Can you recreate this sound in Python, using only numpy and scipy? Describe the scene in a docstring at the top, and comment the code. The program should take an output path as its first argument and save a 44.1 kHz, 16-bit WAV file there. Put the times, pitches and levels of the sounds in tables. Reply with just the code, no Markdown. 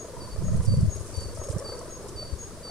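"""A woodland pond on a spring day, full of spawning frogs. They purr softly together in trains of
vocal-cord pulses filtered by the throat, and stir the shallows into fine splashes and drips that
ring as damped oscillators. A small bird in the trees whistles high-low, high-low in pure tones,
with a short echo. Early on a turbulent gust buffets the microphone and a few lone puffs follow,
over a steady hush of outdoor air."""
import sys
import numpy as np
from scipy import signal
from scipy.fft import rfft, irfft
from scipy.io import wavfile
from scipy.ndimage import uniform_filter1d

SR = 44100
rng = np.random.default_rng(int(sys.argv[2]) if len(sys.argv) > 2 else 0)


def generate_wav(signal):
    """Clip the signal to [-1, 1] and save it as 16-bit WAV at the path in sys.argv[1]."""
    frames = np.transpose(np.atleast_2d(signal))
    scaled = np.clip(frames, -1, 1) * 32767
    pcm = np.round(scaled).astype(np.int16)
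    wavfile.write(sys.argv[1], SR, pcm)


N = 119070
TIME = np.arange(N) / SR

# Spectrum of the outdoor air: f/Hz, relative level/dB
AIR_SPECTRUM = [(30, 4), (100, 5), (250, -1.5), (520, -6), (780, -14.5), (1050, -11.5), (1640, -15.5),
                (2400, -21), (3500, -21), (4800, -16), (7000, -17.5), (9200, -12), (10800, -22.5),
                (12400, -28.5), (14200, -30.5), (15600, -36)]
# Likeness of the air in the two channels: f/Hz, correlation
AIR_CORRELATION = [(60, 0.89), (300, 0.91), (700, 0.85), (1400, 0.73), (3000, 0.24), (6000, 0.16),
                   (9000, -0.62), (15000, 0.096)]

# Wind strength at the left microphone port: t/s, level/dB
GUST_LEFT = [(0, -52), (.3, -45), (.41, -34), (.44, -23), (.6, -23.5), (.66, -32), (.7, -21), (.88, -21.5),
             (.92, -34), (1.0, -33), (1.06, -39), (1.26, -34), (1.45, -39.5), (2.0, -44.5), (2.35, -37),
             (2.7, -50.5)]
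# Wind strength at the right port: t/s, level/dB
GUST_RIGHT = [(0, -48), (.14, -51), (.18, -32.5), (.31, -40), (.4, -26), (.48, -26), (.54, -18.5),
              (.64, -27.5), (.7, -20), (.85, -21.5), (.91, -33.5), (1.08, -47), (1.2, -34.5), (1.55, -41),
              (1.65, -37), (2.08, -48.5), (2.2, -38), (2.45, -46.5), (2.7, -55)]
# Spectrum of the low wind rumble: f/Hz, relative level/dB
# The 15 Hz point adds an inaudible, slowly drifting offset.
RUMBLE_SPECTRUM = [(15, -0.5), (28, -43), (42, -12), (60, -7), (85, -0.5), (120, -1), (170, -4.5),
                   (210, -6), (260, -26.5), (400, -31.5), (900, -77)]
# Single eddies: t/s, peak level/dB, f/Hz, left-right/dB
WIND_PUFFS = [(.338, -27, 49.7, 9), (0.39, -20.5, 68.4, -29), (0.601, -11, 91, -26), (0.685, -7, 112, -34),
              (.735, -12.5, 93, -23), (.792, -14, 102, 23), (0.831, -10.5, 127, -3), (0.887, -12, 93, 13),
              (0.964, -24.5, 80, 12), (1.012, -22.5, 95, 30), (1.183, -17, 81, 25), (1.271, -25.5, 73, 5),
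              (1.4, -23.5, 80, 12), (1.503, -17, 99, -35), (1.548, -22, 76, -8), (1.567, -15.5, 136, -18),
              (2.16, -27, 80, -18), (2.335, -17.5, 67.5, 17)]

# Sprays from kicking frogs: t/s, duration/s, level/dB, left-right/dB
SPRAYS = [(0.34, .002, -55, 16), (0.434, .002, -49.5, 0), (0.561, 0.014, -51, 1), (0.622, 0.019, -48, 5),
          (0.649, 0.012, -46.5, 3), (0.807, 0.0076, -47.5, 5.5), (0.95, 0.017, -48, 6),
          (0.997, 0.016, -50, 2), (1.058, .03, -52.5, 4), (1.17, 0.0024, -43.5, 0),
          (1.203, 0.034, -51.5, 3), (1.348, 0.042, -49.5, 3), (1.436, 0.0097, -43.5, 0),
          (1.5, 0.03, -44.5, 3), (1.588, 0.014, -51, 7), (2.024, 0.00091, -47, 15),
          (2.082, 0.015, -47.5, -1)]
# Weighting of the droplet sound: f/Hz, relative level/dB
DROPLET_SPECTRUM = [(1500, -6), (3500, -12), (4900, -7), (5600, 3), (6300, -1), (7400, 1), (9300, 5),
                    (10800, -6), (12500, -17), (15500, -28)]
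# Trickle of the stirred water: t/s, level/dB
TRICKLE_LEVEL = [(0, -72), (.25, -56), (.5, -61), (.58, -51), (.72, -52), (.88, -58), (1.15, -47.5),
                 (1.4, -54), (1.56, -53), (1.7, -52), (1.9, -55.5), (2.15, -60), (2.3, -56.5), (2.7, -64)]
# Drips flicked onto the surface: t/s, level/dB, left-right/dB
DRIP_IMPACTS = [(.6535, -36, 5), (0.6613, -33, 4), (1.165, -34, 0), (1.388, -39, 2), (1.4445, -37, 2),
                (1.4705, -35, 14), (1.487, -35, -2), (1.491, -33, 0), (1.583, -28.5, -1), (1.591, -34, 4),
                (1.597, -31, 2), (1.7915, -31, -4), (2.085, -34.5, -5)]
# Modes of a drip: f/Hz, relative level/dB, T60/s
DRIP_RESONANCES = [(5590, -2.5, 0.014), (6150, -8, .01), (7160, -4.5, 0.014), (8510, -2.5, 0.015),
                   (9600, -6, .01), (10500, -5, 0.0094)]

# The bird's high notes: t/s, duration/s, attack/s, f/Hz, level/dB, echo gain/dB
HIGH_WHISTLES = [(-.04, 0.079, 0.049, 6670, -41, -32.5), (.432, 0.093, 0.032, 6670, -48, -14),
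                 (.884, 0.088, .05, 6660, -41.5, -25), (1.381, 0.099, 0.044, 6586, -45, -15),
                 (1.886, 0.09, 0.042, 6595, -46, -20), (2.379, 0.078, 0.028, 6644, -43, -15)]
# Its low notes: t/s, duration/s, attack/s, f/Hz, level/dB, echo gain/dB
LOW_WHISTLES = [(.2, 0.077, 0.016, 4585, -46, -4.5), (.660, 0.12, 0.044, 4598, -44.5, -15.5),
                (1.132, 0.14, 0.029, 4566, -45, -14), (1.641, 0.12, 0.018, 4558, -42, -19),
                (2.156, 0.11, 0.017, 4566, -40.5, -13), (2.627, 0.14, 0.035, 4580, -42, -10)]
HIGH_VOICE = dict(release_s=0.024, scoop_hz=-24, sag_hz=80, pan_db=4.5, left_lead_s=4e-6,
                  tail_db=-7, tail_t60_s=0.16, echo_s=0.06)
LOW_VOICE = dict(release_s=0.066, scoop_hz=122.7, sag_hz=0, pan_db=-1, left_lead_s=16e-6,
                 tail_db=-9, tail_t60_s=0.3, echo_s=0.1)

# Vocal-cord harmonics, from the fundamental up: relative level/dB
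HARMONICS_DB = [0.5, -10, -11.5, -18.5]
# Response of throat and vocal sac: f/Hz, gain/dB
THROAT_RESPONSE = [(150, -29), (260, -6), (330, -1), (540, 0), (650, -2), (770, -3), (860, -3), (1000, 1.5),
                   (1250, -3), (1600, -8.5), (2400, -10), (4000, -30)]
# The purring frogs: f/Hz, pulse rate/Hz, relative level/dB
PURRING_FROGS = [(332.5, 24, -2), (385.3, 31, -4), (426, 27, -4.5), (467, 22, -0.5), (530, 26, -0.5),
                 (578, 23, -2), (628, 25, -1.5)]
# Envelope of the chorus: t/s, relative level/dB
CHORUS_LEVEL = [(0, -40.5), (.15, -42), (.3, -45.5), (.55, -41.5), (.8, -41), (1.1, -43.5), (1.3, -41),
                (1.55, -38), (1.75, -38.5), (1.9, -42), (2.25, -42.5), (2.45, -45.5), (2.7, -45.5)]
# Single pulses of the nearest frogs: t/s, relative level/dB, f/Hz
NEAR_CROAKS = [(.026, -33.5, 353), (0.046, -33, 460), (.093, -36.5, 506), (0.134, -32.5, 490),
               (.166, -37.5, 950), (.203, -44, 990), (.217, -32.5, 352), (0.274, -40.5, 983),
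               (0.359, -33.5, 580), (0.42, -34.5, 342), (.48, -32, 643), (0.541, -31, 640),
               (0.603, -29.5, 498), (0.738, -28.5, 530), (.905, -35, 370), (0.957, -35.5, 406),
               (1.414, -28.5, 364), (1.449, -35, 570), (1.485, -29.5, 540), (1.526, -31, 534),
               (1.562, -31.5, 517), (1.602, -31, 497), (1.621, -29, 565), (1.689, -31.5, 393),
               (1.721, -27.5, 525), (1.749, -34.5, 527), (1.806, -34.5, 450), (1.809, -37.5, 1085),
               (2.004, -32, 555), (2.042, -31.5, 420), (2.057, -32.5, 441), (2.224, -29, 633),
               (2.675, -35.5, 428)]
# Upper throat resonance against the lower one: t/s, gain/dB
UPPER_RESONANCE = [(0, -6), (.22, 3), (.45, 1), (.62, 0.5), (.85, -18), (1.05, 2), (1.25, 2), (1.5, -0.5),
                   (1.75, 3), (2.05, -1), (2.35, -4), (2.7, 6)]


def from_db(db):
    """Amplitude ratio: a factor of ten for every 20 dB."""
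    return 10 ** (np.asarray(db) / 20)


def unit_rms(x):
    """Normalisation to unit mean power."""
    return x / np.sqrt(np.mean(x ** 2) + 1e-20)


def envelope(rows):
    """Gain over time, interpolated in decibels between (t/s, level/dB) rows."""
    return from_db(np.interp(TIME, *np.transpose(rows)))


def pan(db):
    """Constant-power panning: two gains that differ by db."""
    return unit_rms(from_db([[db / 2], [-db / 2]]))


def per_bin(points):
    """Interpolation of (f/Hz, value) rows onto the FFT bins, in log frequency."""
    hz, value = np.transpose(points)
    return np.interp(np.log(np.fft.rfftfreq(N, 1 / SR) + 1), np.log(hz), value)


def colour(x, spectrum):
    """Filtering as multiplication of spectra; unit rms."""
    return unit_rms(irfft(rfft(x) * from_db(per_bin(spectrum)), N))


def drift(corner_hz):
    """Random modulation: low-passed Gaussian noise of unit rms."""
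    rolloff = 1 + (np.fft.rfftfreq(N, 1 / SR) / corner_hz) ** 2
    return unit_rms(irfft(rfft(rng.standard_normal(N)) / rolloff, N))


def widen(pair, correlation):
    """Sum and difference mixing gives two independent signals a set correlation."""
    mid = np.sqrt((1 + correlation) / 2) * pair[0]
    side = np.sqrt((1 - correlation) / 2) * pair[1]
    return np.array([mid + side, mid - side])


def air(level_db=-44):
    """Partially coherent noise: a distant hush with a thin hiss on top."""
    spectra = rfft(rng.standard_normal((2, N)))
    noise = irfft(widen(spectra, per_bin(AIR_CORRELATION)), N)
    return from_db(level_db) * colour(noise, AIR_SPECTRUM) * pan(0.49)


def wind(calm_hz=111, calm_dulling=0.89, puff_cycles=0.48):
    """Pressure fluctuations rumble at each port, duller when weak; a lone eddy is a brief dip."""
    force = np.array([envelope(GUST_LEFT), envelope(GUST_RIGHT)])
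    rumble = colour(rng.standard_normal((2, N)), RUMBLE_SPECTRUM)
    rumble /= np.sqrt(uniform_filter1d(rumble ** 2, size=2600, axis=1))
    dull = signal.sosfiltfilt(signal.butter(2, calm_hz, fs=SR, output="sos"), rumble)
    dull_share = calm_dulling * (1 - force / force.max())
    out = force * (rumble + dull_share * (dull - rumble))
    for centre, db, hz, side_db in WIND_PUFFS:
        cycles = (TIME - centre) * hz
        puff = np.cos(2 * np.pi * cycles) * np.exp(-0.5 * (cycles / puff_cycles) ** 2)
        out -= from_db(db) * pan(side_db) / np.sqrt(2) * puff
    return out


def droplets(per_s, correlation, spread_db, count=36, range_hz=(2230, 14300), t60_cycles=36):
    """Tiny drops and bubbles ring as damped resonators excited at random times; unit rms."""
    born = np.flatnonzero(rng.random(N) < per_s / SR)
    sizes = from_db(spread_db * np.minimum(rng.exponential(1, N), 3))
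    impulses = sizes * unit_rms(widen(rng.choice([-1, 1], (2, N)), correlation))
    resonator = rng.integers(0, count, N)[born]
    out = np.zeros((2, N))
    for k, hz in enumerate(np.geomspace(*range_hz, count) * rng.uniform(0.917, 1.02, count)):
        hits = np.zeros((2, N))
        hits[:, born] = impulses[:, born] * (resonator == k)
        r, w = from_db(-60 * hz / (t60_cycles * SR)), 2 * np.pi * hz / SR  # pole radius and angle
        out += w * signal.lfilter([1, -r * np.cos(w)], [1, -2 * r * np.cos(w), r * r], hits + 1e-18)
    return colour(out, DROPLET_SPECTRUM)


def water(spray_decay_s=0.0065):
    """Droplets superpose into short sprays where a frog kicks and a trickle where frogs jostle."""
    spray_gain = np.zeros((2, N))
    for start, length, db, side_db in SPRAYS:
        decay = np.exp(-np.maximum(TIME - start - length, 0) / spray_decay_s)
        spray_gain += from_db(db) * pan(side_db) * (TIME >= start) * decay
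    spray = droplets(per_s=2200, correlation=0.58, spread_db=2.5)
    spray /= np.sqrt(uniform_filter1d(np.mean(spray ** 2, axis=0), size=260) + 1e-9)
    trickle = droplets(per_s=1500, correlation=-0.32, spread_db=0.5)
    return spray_gain * spray + envelope(TRICKLE_LEVEL) * trickle


def drips(pitch_spread=0.02, right_lag_s=3e-5, rise_s=0.00068, size=900):
    """Free decay of modes: each drip rings for milliseconds at slightly different pitches."""
    out = np.zeros((2, N))
    age = np.maximum(TIME[:size] - np.array([[0], [right_lag_s]]), 0)
    onset = 1 - np.exp(-age / rise_s)
    for start, db, side_db in DRIP_IMPACTS:
        ring = np.zeros((2, size))
        for hz, mode_db, t60 in DRIP_RESONANCES:
            pitch = hz * rng.normal(1, pitch_spread)
            ring += from_db(mode_db - 60 * age / t60) * np.sin(2 * np.pi * pitch * age)
        first = int(start * SR)
        out[:, first:first + size] += from_db(db) * pan(side_db) * ring * onset
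    return out


def tree_echoes(x, count=90, t60_s=0.35, first_echo_s=0.018):
    """Scattering from trunks and banks: convolution with decaying echoes, different on each side."""
    out = []
    for side in x:
        delay = rng.random(count) * t60_s
        strength = rng.choice([-1, 1], count) * from_db(-60 * delay / t60_s)
        echoes = np.bincount(((first_echo_s + delay) * SR).astype(int), strength, N)
        out.append(signal.fftconvolve(side, echoes / np.linalg.norm(echoes))[:N])
    return np.array(out)


def whistle_tail(power, hz, t60_s, width_hz=66, delay_s=0.028):
    """Reverberation: overlapping reflections blur a tone into a noise band that dies exponentially."""
    retained = from_db(-60 / (t60_s * SR)) ** 2
    stored = signal.lfilter([1 - retained], [1, -retained], power)
    lingering = np.interp(TIME - delay_s, TIME, stored)
    phasors = np.array([drift(width_hz) + 1j * drift(width_hz) for _ in range(2)])
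    phasors /= np.sqrt(uniform_filter1d(np.abs(phasors) ** 2, size=3000, axis=1))
    carrier = np.exp(2j * np.pi * np.cumsum(hz) / SR)
    return np.sqrt(lingering) * unit_rms(np.real(widen(phasors, correlation=0.38) * carrier))


def bird(notes, release_s, scoop_hz, sag_hz, pan_db, left_lead_s, tail_db, tail_t60_s, echo_s,
         scoop_s=0.0252, echo_lower_hz=12.7):
    """Frequency-modulated pure tones: each whistle slides onto its pitch and has an echo and a tail."""
    out, power = np.zeros((2, N)), np.zeros(N)
    waver_hz, flutter = 8.3 * drift(75), from_db(1.9 * drift(61))
    lead_s = np.array([[left_lead_s], [0]])
    for start, length, attack_s, hz, db, echo_db in notes:
        for delay, lower_hz, path_db in [(0, 0, 0), (echo_s, echo_lower_hz, echo_db)]:
            age = TIME - start - delay
            on = (age > 0) & (age < length)
            age = age[on]
            scoop = (delay == 0) * scoop_hz * np.exp(-age / scoop_s)  # direct sound only
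            pitch = hz - lower_hz + scoop - sag_hz * (age / length) ** 2 + waver_hz[on]
            attack = np.sin(np.pi / 2 * np.minimum(age / attack_s, 1))
            release = np.sin(np.pi / 2 * np.minimum((length - age) / release_s, 1))
            gain = from_db(db + path_db) * attack * release * flutter[on]
            cycles = np.cumsum(pitch) / SR + hz * lead_s
            out[:, on] += gain * np.sqrt(2) * np.sin(2 * np.pi * cycles)
            power[on] += gain ** 2
    starts, _, _, pitches = np.transpose(notes)[:4]
    tail = whistle_tail(power, np.interp(TIME, starts, pitches) - sag_hz / 2, tail_t60_s)
    return out * pan(pan_db) + from_db(tail_db) * tail * pan(pan_db / 2)


def croak_pulses(rows, rise_s, glide_per_s=4, size=1800):
    """Source and filter: a few vocal-cord cycles swell, rise in pitch and die, shaped by the throat."""
    out, age = np.zeros(N + size), np.arange(size) / SR
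    swell = (age / rise_s) ** 2 * np.exp(2 - 2 * age / rise_s)
    glide = age + glide_per_s * (age - rise_s) ** 2 / 2  # warped time gives a linear chirp
    for start, db, hz in rows:
        tone = sum(from_db(harmonic_db + 2 * rng.standard_normal()) * np.sin(2 * np.pi * k * hz * glide)
                   for k, harmonic_db in enumerate(HARMONICS_DB, 1))
        if 0 <= start < N / SR:
            first = int(start * SR)
            out[first:first + size] += from_db(db) * swell * tone
    return irfft(rfft(out[:N]) * from_db(per_bin(THROAT_RESPONSE)), N)


def purring(count=90, jitter=0.025, swell_db=6.5, uneven_db=1.5, pitch_spread=0.04):
    """Quasi-periodic pulse trains: frogs of different sizes swell and fade, each at its own pitch."""
    rows = []
    for hz, per_s, db in PURRING_FROGS:
        times = (np.cumsum(rng.normal(1, jitter, count)) - 1 - rng.random()) / per_s
        effort_db = swell_db * np.interp(times, TIME, drift(corner_hz=3.9))
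        effort_db += uneven_db * rng.standard_normal(count)
        pitches = hz * (1 + pitch_spread * rng.standard_normal(count))
        rows += zip(times, db + effort_db, pitches)
    chorus = croak_pulses(rows, rise_s=0.0061)
    chorus /= np.sqrt(uniform_filter1d(chorus ** 2, size=1500) + 1e-9)
    return envelope(CHORUS_LEVEL) * chorus


def frogs(purr_db=-3.5, croak_db=-2.5, upper_hz=800, pan_db=2.5, echo_db=-8.5):
    """Direct and scattered sound of the chorus and near croaks; the upper resonance varies in level."""
    calls = from_db(purr_db) * purring() + from_db(croak_db) * croak_pulses(NEAR_CROAKS, rise_s=0.0038)
    upper = signal.sosfiltfilt(signal.butter(2, upper_hz, "high", fs=SR, output="sos"), calls)
    calls = (calls + (envelope(UPPER_RESONANCE) - 1) * upper) * pan(pan_db)
    return calls + from_db(echo_db) * tree_echoes(calls)


def scene():
    """Linear superposition of all sources at the pond's edge."""
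    song = bird(HIGH_WHISTLES, **HIGH_VOICE) + bird(LOW_WHISTLES, **LOW_VOICE)
    return song + frogs() + water() + drips() + wind() + air()


def record(dry, cutoff_hz=15700):
    """Band limiting: a linear-phase low-pass cuts the top steeply."""
    return signal.fftconvolve(dry, signal.firwin(511, cutoff_hz, fs=SR)[None], "same", axes=1)


dry = scene()
out = record(dry)
generate_wav(out)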